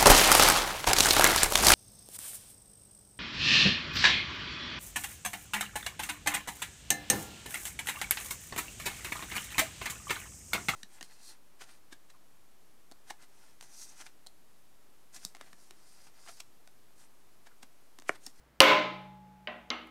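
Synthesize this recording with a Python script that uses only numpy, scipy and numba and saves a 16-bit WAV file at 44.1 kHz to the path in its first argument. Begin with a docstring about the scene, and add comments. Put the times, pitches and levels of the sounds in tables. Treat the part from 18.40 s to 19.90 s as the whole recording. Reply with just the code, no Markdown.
"""In a hard-walled workshop, a hammer drives a steel chisel against a bar clamped in a heavy vise.
One hard blow with a small rebound is followed by two light taps as the chisel is set back on the bar,
then a tiny tick of the grip. Each hit cracks, sets the steel ringing and echoes round the room,
over faint air noise and mains hum. The hard blow overloads the microphone, and its limiter
(an automatic volume control) holds the ring down."""
import sys
import numpy as np
from scipy import signal
from scipy.fft import rfft, irfft
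from scipy.io import wavfile
from numba import njit

SR = 44100
rng = np.random.default_rng(int(sys.argv[2]) if len(sys.argv) > 2 else 0)


def waveform_to_disk(signal):
    """Save audio, clipped to [-1, 1], as 16-bit WAV at the path in sys.argv[1]."""
    frames = np.transpose(np.atleast_2d(signal))
    scaled = np.clip(frames, -1, 1) * 32767
    samples = np.round(scaled).astype(np.int16)
    wavfile.write(sys.argv[1], SR, samples)


N = 66150
T = np.arange(N) / SR
FREQS = np.maximum(np.fft.rfftfreq(N, 1 / SR), 1)


def undb(db):
    """Turn decibels into a number to multiply by."""
    return 10 ** (np.asarray(db) / 20)


def lookup(table, hz):
    """Read between the rows of a table, with pitch spaced in octaves."""
    freqs, values = np.array(table, float).T
    return np.interp(np.log(hz), np.log(freqs), values)


def fade(t60):
    """Die away smoothly; t60 is the time in seconds to fall by 60 dB."""
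    return np.exp(-np.log(1000) * T / t60)


def unit(x):
    """Scale a signal to an average (rms) level of 1."""
    return x / np.sqrt(np.mean(np.abs(x) ** 2))


def noise(gain):
    """Noise with the given strength at each frequency."""
    return irfft(rfft(rng.standard_normal(N)) * gain, N)


def burst(colour, t60):
    """A short puff of noise that starts near level 1 and fades."""
    envelope = fade(t60)
    return unit(noise(colour) * envelope) * np.sqrt(np.mean(envelope ** 2))


def around(centre_hz, octaves=.71):
    """A bell-shaped band of frequencies around one pitch."""
    return np.exp(-.5 * (np.log2(FREQS / centre_hz) / octaves) ** 2)


def placed(sound, start_s):
    """Delay a sound to its moment."""
    return np.concatenate([np.zeros(int(start_s * SR)), sound])[:N]


def contact(hz, cutoff_hz, slope):
    """A softer hit lasts longer, so it stirs up less treble above the cutoff."""
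    return 1 / np.sqrt(1 + (hz / cutoff_hz) ** (2 * slope))


def room_tone(air_db=-65.5, hum_db=-68.5, hum_hz=59.5):
    """Faint air noise and the hum of mains electricity."""
    # tone of the air noise: f/Hz, relative level/dB
    air_spectrum = [(25, -10.5), (60, -7), (150, -7.5), (400, -10), (1000, -13), (2000, -18), (4000, -26.5),
                    (8000, -31), (15500, -32)]
    air = unit(noise(undb(lookup(air_spectrum, FREQS))))
    hum = unit(np.sin(2 * np.pi * hum_hz * T))
    return undb(air_db) * air + undb(hum_db) * hum


def crack(centre_hz, t60, splash_db, cutoff_hz, rise_s=.000067):
    """Steel meets steel: two brief, gritty tones and a splash of hiss, duller for a softer hit."""
    phase = 2 * np.pi * centre_hz * T
    tones = (np.sin(phase) + undb(.5) * np.sin(1.6 * phase)) * fade(t60)
    grit = undb(1) * burst(around(centre_hz), t60)
    splash = undb(splash_db) * burst(1, t60)
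    onset = 1 - np.exp(-T / rise_s)
    band = signal.butter(4, [302, cutoff_hz], "bandpass", fs=SR, output="sos")
    return signal.sosfilt(band, (tones + grit + splash) * onset)


def ring(notes, cutoff_hz, rise_s=.003, room_t60=.6):
    """Struck steel rings at its own notes. Echoes blur them; those that outlast the room end pure."""
    out = np.zeros(N)
    for hz, db, t60 in notes:
        width_hz = .016 * hz
        narrow_noise = unit(noise(1 / (1 + ((FREQS - hz) / width_hz) ** 2)))
        blur = .59 * narrow_noise * fade(min(t60, room_t60))
        tone = np.sin(2 * np.pi * hz * T) * fade(t60)
        out += undb(db) * contact(hz, cutoff_hz, slope=1.3) * (tone + blur)
    return out * (1 - np.exp(-T / rise_s))


def knock():
    """The vise body gives for a few milliseconds as it takes the load."""
    # notes of the dull knock: f/Hz, relative level/dB, t60/s
    knock_notes = [(131, -25, .02), (1400, 4, .006)]
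    return sum(undb(db) * np.sin(2 * np.pi * hz * T) * fade(t60) for hz, db, t60 in knock_notes)


def room_wash(cutoff_hz, bands=12, rise_s=.002):
    """Countless rings and echoes of the workshop blend into noise; the highest treble dies first."""
    # tone of tools, bench and walls together: f/Hz, relative level/dB
    wash_spectrum = [(40, -29.5), (110, -14), (200, -8.5), (320, 0), (700, 2), (1200, 3), (1800, 2.5),
                     (2600, 3), (3700, -1.5), (5200, -13), (8000, -18.5), (15000, -14.5)]
    # how long the room sounds at each pitch: f/Hz, t60/s
    wash_decay = [(60, .5), (250, .65), (1000, 0.56), (2500, 0.51), (4500, .6), (8000, 0.27), (14000, .3)]
    colour = unit(undb(lookup(wash_spectrum, FREQS))) * contact(FREQS, cutoff_hz, slope=2.9)
    spectrum = rfft(rng.standard_normal(N)) * colour
    centres = np.geomspace(60, 15000, bands)
    out = np.zeros(N)
    for hz, this_band in zip(centres, np.eye(bands)):
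        share = np.interp(np.log(FREQS), np.log(centres), this_band)
        out += irfft(spectrum * share, N) * fade(lookup(wash_decay, hz))
    onset = 1 - np.exp(-T / rise_s)
    early_boost = 1 + undb(5) * fade(.037)
    return out * onset * early_boost


def blows():
    """Each hit cracks, rings the steel parts and fills the room."""
    # hard blow, rebound and two taps: t/s, crack level/dB, crack f/Hz, crack t60/s,
    # splash against crack/dB, wash level/dB, cutoff f/Hz, vise/dB, bar/dB, chisel/dB, hammer/dB
    hits = [(0.2041, 8.5, 2900, 0.0069, -7.5, -10, 8680, -2, -19, -42, -31),
            (0.2197, -10.5, 3810, 0.0064, -2.5, -33.5, 14800, -38.5, -40, -8, -10.5),
            (1.0727, -28.5, 2960, 0.024, -21, -41.5, 3000, -42, -21, -37, -60),
            (1.3032, -16.5, 3956, 0.008, -6.5, -38, 4430, -48, -36, -22, -45)]
    # ringing notes of each steel part: f/Hz, relative level/dB, t60/s
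    vise = [(133, -42, 2.4), (188.7, -39, 2.8), (301, -23.5, .5), (427, -21, 0.4), (538.7, -10, 0.32),
            (610, -15.5, 0.65), (844, -37, 2.3), (856.4, -21, .5), (999, -15, 0.57), (1032.1, -12, .55),
            (1275, -23.5, .6), (1496, -20.5, .45), (2068, -19.5, .58), (2197, -15, 0.49),
            (2355, -21.5, 0.58), (2950, -24.5, 0.51), (3575, -29, .62), (4510, -28, 0.47)]
    bar = [(232, -24, .35), (608, -24, 0.54), (664, -30, .45), (732, -19, 0.42), (805, -22.5, 0.2),
           (1035, -24.5, .3), (1552, -28.5, .25), (1938, -21.5, .35), (1992, -25, 0.15), (2681, -27, .35)]
    chisel = [(241, -23, .5), (320, -25.5, .8), (1077, -24, .4), (1230, -23, .4), (1293, -22.5, 0.53),
              (1327, -28, 0.64), (2132, -18, 0.4), (2772, -21.5, .3), (3010, -22.5, .45),
              (4210, -28.5, .35), (4600, -34.5, .45), (5986, -31, 0.3), (7100, -41.5, .35)]
    hammer = [(12440, -15, 0.076), (12100, -30, .33), (13900, -33.5, .2)]
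    out = np.zeros(N)
    for (start_s, crack_db, crack_hz, crack_t60, splash_db, wash_db, cutoff_hz,
         vise_db, bar_db, chisel_db, hammer_db) in hits:
        parts = [(vise, vise_db), (bar, bar_db), (chisel, chisel_db), (hammer, hammer_db)]
        steel = sum(undb(db) * ring(notes, cutoff_hz) for notes, db in parts)
        steel += undb(vise_db) * knock()
        impact = undb(crack_db) * crack(crack_hz, crack_t60, splash_db, cutoff_hz)
        room = undb(wash_db) * room_wash(cutoff_hz)
        out += placed(impact + steel + room, start_s)
    return out


def grip_tick():
    """A tiny bright tick as the grip on the tools shifts."""
    # tick of the held tools: t/s, level/dB, centre f/Hz, t60/s
    ticks = [(1.471, -60, 10900, .02)]
    return sum(placed(undb(db) * burst(around(hz), t60), start_s) for start_s, db, hz, t60 in ticks)


def scene():
    """The blows and the tick over the quiet workshop, in one channel."""
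    return (blows() + grip_tick() + room_tone())[None]


@njit
def follow(x, attack_s, release_s):
    """Track the loudness, rising over the attack time and falling over the release time."""
    attack, release = 1 / (attack_s * SR), 1 / (release_s * SR)
    out, level = np.empty(len(x)), 0.
    for i in range(len(x)):
        level += (x[i] - level) * (attack if x[i] > level else release)
        out[i] = level
    return out


def record(dry):
    """The limiter turns the loud ring down but is too slow for the crack, whose peaks are cut flat."""
    limit_db, ratio, top_hz = -14.5, 6, 15500
    level = follow(np.abs(dry[0]), attack_s=.0054, release_s=.04)
    gain = np.maximum(level / undb(limit_db), 1) ** (1 / ratio - 1)
    clipped = np.clip(dry * gain, -.9, .9)
    treble_cut = signal.ellip(8, .2, 70, top_hz, fs=SR, output="sos")
    return signal.sosfilt(treble_cut, clipped)


dry = scene()
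out = record(dry)
waveform_to_disk(out)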